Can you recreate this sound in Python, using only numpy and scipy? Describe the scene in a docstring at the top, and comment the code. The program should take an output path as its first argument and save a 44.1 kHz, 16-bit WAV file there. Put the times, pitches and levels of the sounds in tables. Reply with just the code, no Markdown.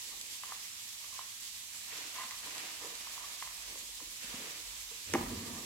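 """Hands work a block out of a small cardboard box in a quiet room, lift it clear, and set the box down on a table.
First fingers tap, scrape and rub the card: struck modes ring, random stick-slip clicks drive the same modes,
panels pop as the box bends and short noise bursts snap. Then, after 5 s, the box drags in jerks and lands
in a rattle of blows that ring box and table; its flaps chatter.
Throughout, lumpy filtered noise rumbles in the bass and microphone noise hisses over all."""
import sys
import numpy as np
from scipy import signal
from scipy.fft import rfft, irfft
from scipy.io import wavfile
from scipy.ndimage import uniform_filter1d

SR = 44100
rng = np.random.default_rng(int(sys.argv[2]) if len(sys.argv) > 2 else 0)


def to_wav(s):
    """Save 16-bit WAV."""
    ch = np.atleast_2d(s).T  # columns
    pcm = np.round(np.clip(ch, -1, 1) * 32767)  # PCM
    wavfile.write(sys.argv[1], SR, pcm.astype(np.int16))


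N = 249160


def amp(db):
    """Gain of a level in dB."""
    return 10 ** (np.asarray(db) / 20)


def evened(x):
    """Scaled to rms 1."""
    return x / np.sqrt(np.mean(x ** 2) + 1e-20)


def read(points, hz):
    """Value of a spectrum table at hz, on a log axis."""
    f, value = np.transpose(points)
    return np.interp(np.log(hz + 1), np.log(f + 1), value)


def shaped(x, points):
    """x through a spectrum table in dB."""
    return irfft(rfft(x) * amp(read(points, np.fft.rfftfreq(N, 1 / SR))), N)


def add(mix, start_s, sound):
    """Lays a sound into the mix at start_s."""
    part = mix[round(start_s * SR):][:len(sound)]
    part += sound[:len(part)]


def likened(left, other, same):
    """Right spectrum that resembles the left by the factor same, at equal power."""
    return same * left + np.sqrt(1 - same ** 2) * other


def ring(modes, hz, octaves, factor):
    """A struck body, peak 1: modes near hz ring most, 6 dB less at the given octaves away."""
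    t = np.arange(SR // 3) / SR
    f, db, t60_s = np.transpose(modes)[:, :, None]
    mode_db = db - 6 * (np.log2(f / hz) / octaves) ** 2
    decay = amp(mode_db - 60 * t / (t60_s * factor))
    rise = np.sin(np.pi / 2 * np.minimum(t * f / 1.71, 1)) ** 2  # soft contact: swell over 1.71 cycles
    sound = (decay * rise * np.sin(2 * np.pi * f * t)).sum(0)
    return sound / abs(sound).max()


def slips(per_s, spread_db):
    """Stick-slip: random clicks of uneven size and random sign."""
    size_db = spread_db * np.minimum(rng.exponential(1, N), 5)
    size = amp(size_db) * rng.choice([-1., 1.], N)
    return size * (rng.random(N) < per_s / SR)


def rubbed(level, modes, hz, octaves, factor, per_s, spread_db):
    """Slips that follow a level curve and ring a body."""
    body = ring(modes, hz, octaves, factor)
    body = body / np.linalg.norm(body)
    return signal.oaconvolve(level * evened(slips(per_s, spread_db)), body)[:N]


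def strokes(rows, index, edges_db_per_s):
    """Gain of a dB column: each stroke rises, holds for its length and falls; the loudest counts."""
    t = np.arange(0, N, 32) / SR
    rows = np.array(rows)[:, :, None]
    rise_db_per_s, fall_db_per_s = edges_db_per_s
    early_s = np.maximum(rows[:, 0] - t, 0)
    late_s = np.maximum(t - rows[:, 0] - rows[:, 1], 0)
    level_db = rows[:, index] - rise_db_per_s * early_s - fall_db_per_s * late_s
    return np.interp(np.arange(N) / SR, t, amp(level_db.max(0)))


# Modes of the box. Each row: frequency in Hz, level in relative dB, t60 in seconds before the ring factor.
BOX_MODES = [(234.5, 0.5, 0.065), (317.7, 0, 0.088), (458, 2, 0.067), (532, -6.5, 0.09), (690, 5, 0.02),
             (805, 7, 0.053), (995, -5.5, 0.18), (1048, 14, 0.027), (1150, 1, 0.08), (1365, 4, 0.01),
             (1434, 11, 0.022), (1828, 1, 0.044), (2040, 12.5, 0.015), (2310, -13, 0.034),
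             (2980, -3, 0.033), (3150, -1, 0.014), (4030, -18, 0.012)]
# Taps on the card. Each row: start in seconds, peak in dB before the mix gain,
# frequency that the struck spot favours in Hz, nail click in dB against that peak.
CARD_TAPS = [(0.138, -53, 880, -22), (0.435, -31, 1110, -2.5), (0.521, -27, 1100, -8),
             (1.043, -46.5, 1150, 9), (1.191, -29.5, 1060, -21), (2.232, -40, 1500, -4),
             (2.309, -41, 1090, 10), (2.47, -38, 972, -3), (2.686, -44, 1890, -2), (3.071, -36, 1090, -10),
             (3.178, -34.5, 1060, -15), (3.239, -36, 1190, -23), (3.424, -28.5, 1060, 1),
             (3.474, -36, 1070, 0), (3.755, -43, 1010, -14), (4.002, -42, 960, 0), (4.913, -46, 1100, -15)]


def taps():
    """Fingers strike the card: a narrow group of box modes rings, with a higher nail click."""
    out = np.zeros(N)
    nail = ring(BOX_MODES, 2540, octaves=0.4, factor=0.89)
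    for start_s, db, hz, nail_db in CARD_TAPS:
        card = ring(BOX_MODES, hz, octaves=0.1, factor=0.73)
        add(out, start_s, amp(db) * (card + amp(nail_db) * nail))
    return out


# Hand moves. Each row: start in seconds, length in seconds, then levels in dB before the layer gains:
# rub in the hollow, skin and paper rustle, panels flexing.
HAND_MOVES = [(0.02, .28, -73, -80, -63), (0.43, 0.17, -64, -61.5, -67.5), (0.62, 0.14, -68, -65, -85),
              (1.04, .03, -61, -65, -70), (1.16, 0.056, -64, -59, -67), (1.74, .08, -64.5, -62, -73),
              (1.92, 0.097, -54.5, -52, -55), (2.15, 0.077, -52.5, -52.5, -66),
              (2.44, .08, -54.5, -52.5, -55), (2.56, 0.1, -51.5, -51.5, -54.5),
              (2.82, 0.033, -50.5, -56, -53), (2.95, 0.37, -55.5, -56.5, -65),
              (3.42, 0.28, -59.5, -60.5, -82), (3.67, .12, -63, -65, -57.5), (4.0, 0.014, -70, -62, -56.5),
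              (4.23, 0.26, -70, -53, -53.5), (4.33, .14, -53, -70, -50), (4.6, 0.17, -63, -60, -68),
              (4.91, 0.041, -63, -60.5, -62.5), (5.09, 0.045, -69, -54.5, -47.5),
              (5.29, 0.12, -52, -58, -70), (5.46, 0.12, -50, -60.5, -63)]
# Rustle spectrum. Each row: frequency in Hz, level in relative dB.
RUSTLE_SPECTRUM = [(500, -25.5), (1400, -3), (2500, 2), (4000, -2), (8000, -11.5), (12000, -19),
                   (16000, -40)]


def handling():
    """Slips under the hands ring the low panels and the hollow of the box; skin rustles on top."""
    flex_level = strokes(HAND_MOVES, index=4, edges_db_per_s=(540, 70))
    flex = rubbed(flex_level, BOX_MODES, 337, octaves=0.71, factor=0.26, per_s=700, spread_db=3.4)
    rub_level = strokes(HAND_MOVES, index=2, edges_db_per_s=(140, 69))
    rub = rubbed(rub_level, BOX_MODES, 1530, octaves=1.0, factor=0.16, per_s=900, spread_db=1.6)
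    rustle_level = strokes(HAND_MOVES, index=3, edges_db_per_s=(270, 48))
    rustle = evened(shaped(slips(per_s=5000, spread_db=3.0), RUSTLE_SPECTRUM)) * rustle_level
    return amp(-7.5) * flex + amp(-2.43) * rub + amp(4.0) * rustle


# Fingertip scrapes along a wall. Each row: start in seconds, length in seconds,
# level in dB before the mix gain, upper modes in dB against it.
WALL_SCRAPES = [(0.118, .012, -55.5, -14), (0.487, .01, -49.5, -8), (0.517, 0.0092, -50, -7),
                (1.126, .018, -55.5, -12), (1.18, .04, -55.5, -2), (2.161, .02, -44, -7),
                (2.18, 0.036, -43, -4.5), (2.316, 0.019, -50, -4), (3.203, 0.033, -53, -17)]


def scrapes():
    """Dense slips at one spot ring the hollow and the upper modes."""
    edges = (800, 350)
    level = strokes(WALL_SCRAPES, index=2, edges_db_per_s=edges)
    hollow = rubbed(level, BOX_MODES, 1090, octaves=0.1, factor=1.0, per_s=900, spread_db=2.8)
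    high = [(start_s, length_s, db + upper_db) for start_s, length_s, db, upper_db in WALL_SCRAPES]
    high_level = strokes(high, index=2, edges_db_per_s=edges)
    upper = rubbed(high_level, BOX_MODES, 2330, octaves=0.2, factor=0.68, per_s=1600, spread_db=3.2)
    return hollow + upper


# Panel pops. Each row: start in seconds, peak in dB before the mix gain, favoured frequency in Hz, ring factor.
PANEL_POPS = [(2.048, -56, 312, .7), (2.246, -55, 246, .6), (2.46, -54, 452, .7), (2.816, -45.5, 380, 1.2),
              (2.843, -38, 440, .7), (2.922, -46.5, 468, 1), (3.755, -47, 563, 0.46),
              (4.018, -47, 304, 1.1), (4.242, -47.5, 244, .35), (4.341, -35, 225, 0.14),
              (4.385, -47, 259, .55), (4.41, -51, 240, .45), (4.914, -47, 470, 1.3), (5.093, -48, 367, .85),
              (5.458, -43, 245, 0.78)]


def pops():
    """Panels pop as the box bends: a few neighbouring modes ring."""
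    out = np.zeros(N)
    for start_s, db, hz, factor in PANEL_POPS:
        add(out, start_s, amp(db) * ring(BOX_MODES, hz, octaves=0.18, factor=factor))
    return out


# Bright snaps of tape and edges. Each row: start in seconds, rms at onset in dB before the mix gain,
# decay to 1/e in milliseconds.
EDGE_SNAPS = [(0.2124, -30, 2.3), (0.7664, -43, 1.2), (2.3096, -32, 1.4), (2.5502, -29.5, 1.2),
              (2.5809, -29, 1.2), (2.953, -31, 1.3), (5.1374, -16, 0.7)]
# Snap spectrum. Each row: frequency in Hz, level in relative dB.
SNAP_SPECTRUM = [(1500, -33), (3500, 8), (8000, 5), (11000, 1), (16000, -27)]


def snaps():
    """Tape and edges snap: bright noise under a fast exponential decay."""
    out = np.zeros(N)
    crack = evened(shaped(rng.standard_normal(N), SNAP_SPECTRUM))
    t = np.arange(SR // 20) / SR
    for start_s, db, decay_ms in EDGE_SNAPS:
        burst = crack[round(start_s * SR):][:len(t)]
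        add(out, start_s, amp(db) * np.exp(-1000 * t / decay_ms) * burst)
    return out


# Modes of the table top. Each row: frequency in Hz, level in relative dB, t60 in seconds before the ring factor.
TABLE_MODES = [(93.6, -17, 0.22), (231, -17, .1), (242.4, -6.5, 0.28), (346.5, 4.5, 0.059),
               (428.6, 2.5, 0.04)]
# Blows of the set-down. Each row: start in seconds, box peak in dB before the mix gain, favoured frequency in Hz,
# spread in octaves, table peak in dB before the mix gain.
LANDING_BLOWS = [(5.1374, -16.5, 1910, 0.69, -19.5), (5.1439, -26.5, 900, 0.79, -29),
                 (5.146, -23, 2230, .3, -45), (5.1492, -20, 2540, 0.62, -26.5),
                 (5.1516, -20.5, 830, .5, -22), (5.155, -22, 690, 0.41, -25.5), (5.16, -36, 325, 0.5, -44),
                 (5.171, -40, 1900, .65, -43), (5.297, -43, 249, 0.83, -44)]


def landing():
    """The box lands edge by edge: each blow rings box and table."""
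    out = np.zeros(N)
    table = ring(TABLE_MODES, 240, octaves=1.9, factor=0.67)
    for start_s, db, hz, octaves, table_db in LANDING_BLOWS:
        box = ring(BOX_MODES, hz, octaves, factor=0.48)
        add(out, start_s, amp(db) * box + amp(table_db) * table)
    return out


# Jerks of the drag. Each row: start in seconds, length in seconds, then levels in dB before the layer gains:
# table boom, table hum.
DRAG_JERKS = [(5.082, .045, -52, -49), (5.165, 0.045, -52, -39), (5.225, 0.061, -59, -41.5),
              (5.3, 0.052, -48.5, -39), (5.36, 0.066, -56, -42), (5.465, 0.043, -55.5, -40),
              (5.535, 0.052, -71, -44.5), (5.6, .05, -61, -45.5)]


def dragging():
    """The box slides over the table in jerks: slips ring the table low (boom) and higher (hum)."""
    edges = (640, 400)
    boom_level = strokes(DRAG_JERKS, index=2, edges_db_per_s=edges)
    boom = rubbed(boom_level, TABLE_MODES, 95, octaves=.3, factor=0.55, per_s=260, spread_db=2.2)
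    hum_level = strokes(DRAG_JERKS, index=3, edges_db_per_s=edges)
    hum = rubbed(hum_level, TABLE_MODES, 250, octaves=1.0, factor=0.27, per_s=600, spread_db=3.4)
    return amp(2.0) * boom + amp(-4.5) * hum


def chatter():
    """Flaps chatter after the landing: slips ring the box briefly, over a wide range of modes."""
    start_s, hold_s, level_db = 5.17, .03, -46.5
    level = strokes([(start_s, hold_s, level_db)], index=2, edges_db_per_s=(2000, 83))
    return rubbed(level, BOX_MODES, 1400, octaves=1.5, factor=0.13, per_s=700, spread_db=4.6)


# Likeness of the ports for rubbing and room. Each row: frequency in Hz, left-right likeness from 0 to 1.
WIDE_LIKENESS = [(100, 0.95), (250, 0.94), (450, 0.54), (800, 0.017), (2000, 0.026)]


def spread(a, b):
    """Two ports from two draws of a wide source: alike in the bass, almost unrelated above."""
    same = read(WIDE_LIKENESS, np.fft.rfftfreq(N, 1 / SR))
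    return np.array([a, irfft(likened(rfft(a), rfft(b), same), N)])


# Room decay. Each row: frequency in Hz, t60 in seconds.
ROOM_T60 = [(100, 0.64), (500, 0.31), (2000, 0.71), (8000, 0.085)]


def room(x):
    """Sparse echoes of random sign, alike at both ports in the bass, each band dying at its own speed."""
    echoes = np.zeros((2, SR // 2))
    at = np.arange(60, SR // 2 - 20, 20)
    at = at + rng.integers(0, 20, (2, len(at)))  # one echo per 20 samples
    signs = rng.choice([-1., 1.], at.shape)
    np.put_along_axis(echoes, at, signs, 1)
    hz, t, z = signal.stft(echoes, SR, nperseg=256)
    z = z * amp(-60 * t / read(ROOM_T60, hz)[:, None])
    same = read(WIDE_LIKENESS, hz)[:, None]  # long waves reach both ports alike
    z = np.array([z[0], likened(z[0], z[1], same)])
    tail = signal.istft(z, SR, nperseg=256)[1]
    tail = tail / np.linalg.norm(tail[0])
    return signal.fftconvolve(x[None], tail, axes=1)[:, :N]


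# Bass through table and floor. Each row: time in seconds, mean level in dB before the bass cut.
RUMBLE_LEVEL = [(0.0, -74), (0.3, -81), (1.5, -81), (2.1, -84), (2.3, -74), (2.6, -70), (2.9, -74),
                (3.3, -75), (3.7, -63), (4.1, -64), (4.34, -69), (4.5, -66), (4.8, -58.5), (5.0, -68),
                (5.18, -49.5), (5.65, -72)]
# Rumble spectrum. Each row: frequency in Hz, level in relative dB.
RUMBLE_SPECTRUM = [(25, -34), (38, 10), (47, 13), (60, -3.5), (80, -11), (120, -24)]


def rumble():
    """Lumpy bass noise, nearly alike at both ports."""
    lump_db, lump_s = 3, 0.13  # rms of the swing, span of each smoothing
    common, left, right = (evened(shaped(x, RUMBLE_SPECTRUM)) for x in rng.standard_normal((3, N)))
    span = round(lump_s * SR)
    lumps = evened(uniform_filter1d(uniform_filter1d(rng.standard_normal(N), span), span))
    level_db = np.interp(np.arange(N) / SR, *np.transpose(RUMBLE_LEVEL)) + lump_db * lumps
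    return (common + 0.13 * np.array([left, right])) * amp(level_db)


# Hiss spectrum. Each row: frequency in Hz, density in relative dB.
HISS_SPECTRUM = [(60, -24.5), (102, 7.5), (130, -24), (235, -5), (290, -19), (600, -16.5), (1050, -5),
                 (1450, -10.5), (1950, -2), (3600, 3), (7800, 1.5), (9100, -2.5), (11600, -2),
                 (15900, -11.5)]
# Likeness of the hiss at the ports. Each row: frequency in Hz, left-right likeness from -1 to 1.
HISS_LIKENESS = [(60, 0.79), (180, 1), (550, 0.0072), (1650, -0.004), (4970, -0.057), (15000, 0.018)]


def hiss():
    """Smooth microphone noise with faint drifting patches and a slight flutter."""
    rms_db, patch_db, flutter_db = -45.5, 0.8, 0.72  # rms before the port filters
    frames, hz = N // 256 + 5, np.fft.rfftfreq(1024, 1 / SR)
    a, b, c, d, patches = rng.standard_normal((frames, 513, 5)).T
    patches = uniform_filter1d(patches, size=12, axis=0)  # over frequency
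    patches = evened(uniform_filter1d(patches, size=10, axis=1))  # over time
    flutter = evened(uniform_filter1d(rng.standard_normal(frames), size=6))
    same = read(HISS_LIKENESS, hz)[:, None]
    left = a + 1j * b
    z = np.array([left, likened(left, c + 1j * d, same)])
    z *= amp(read(HISS_SPECTRUM, hz)[:, None] + patch_db * patches + flutter_db * flutter)
    noise = signal.istft(z, nperseg=1024, noverlap=768)[1][:, :N]
    return amp(rms_db) * evened(noise)


def rubbing():
    """One draw of all wide sources: hands, drag and flaps."""
    return handling() + dragging() + chatter()


def scene():
    """Blows and scrapes come from one spot, left port first; rubbing comes from all over the box."""
    right_delay_s = .00007
    spot = taps() + pops() + landing() + snaps() + scrapes()
    delay = np.exp(-2j * np.pi * np.fft.rfftfreq(N, 1 / SR) * right_delay_s)
    late = irfft(rfft(spot) * delay, N)
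    direct = amp(-4.5) * np.array([spot, late])
    wide = amp(0.5) * spread(rubbing(), rubbing())
    return direct + amp(-15.0) * room(spot) + wide + hiss() + rumble()


# Port balance. Each row: frequency in Hz, left minus right in dB.
PORT_BALANCE = [(1000, -0.5), (3000, -0.5), (4500, -2), (7800, -10), (9200, -4), (11500, -3.5),
                (15000, -6.5)]


def record(dry):
    """Bass cut, a right port brighter than the left, then the band limit."""
    bass_cut_hz, band_limit_hz = 38., 15880
    tilt_db = read(PORT_BALANCE, np.fft.rfftfreq(N, 1 / SR)) / 2
    dry = signal.sosfilt(signal.butter(4, bass_cut_hz, "high", fs=SR, output="sos"), dry)
    ports = irfft(rfft(dry) * amp([tilt_db, -tilt_db]), N)
    low_pass = signal.firwin(3071, band_limit_hz, window=("kaiser", 9), fs=SR)
    return signal.oaconvolve(ports, low_pass[None], "same")


dry = scene()
out = record(dry)
to_wav(out)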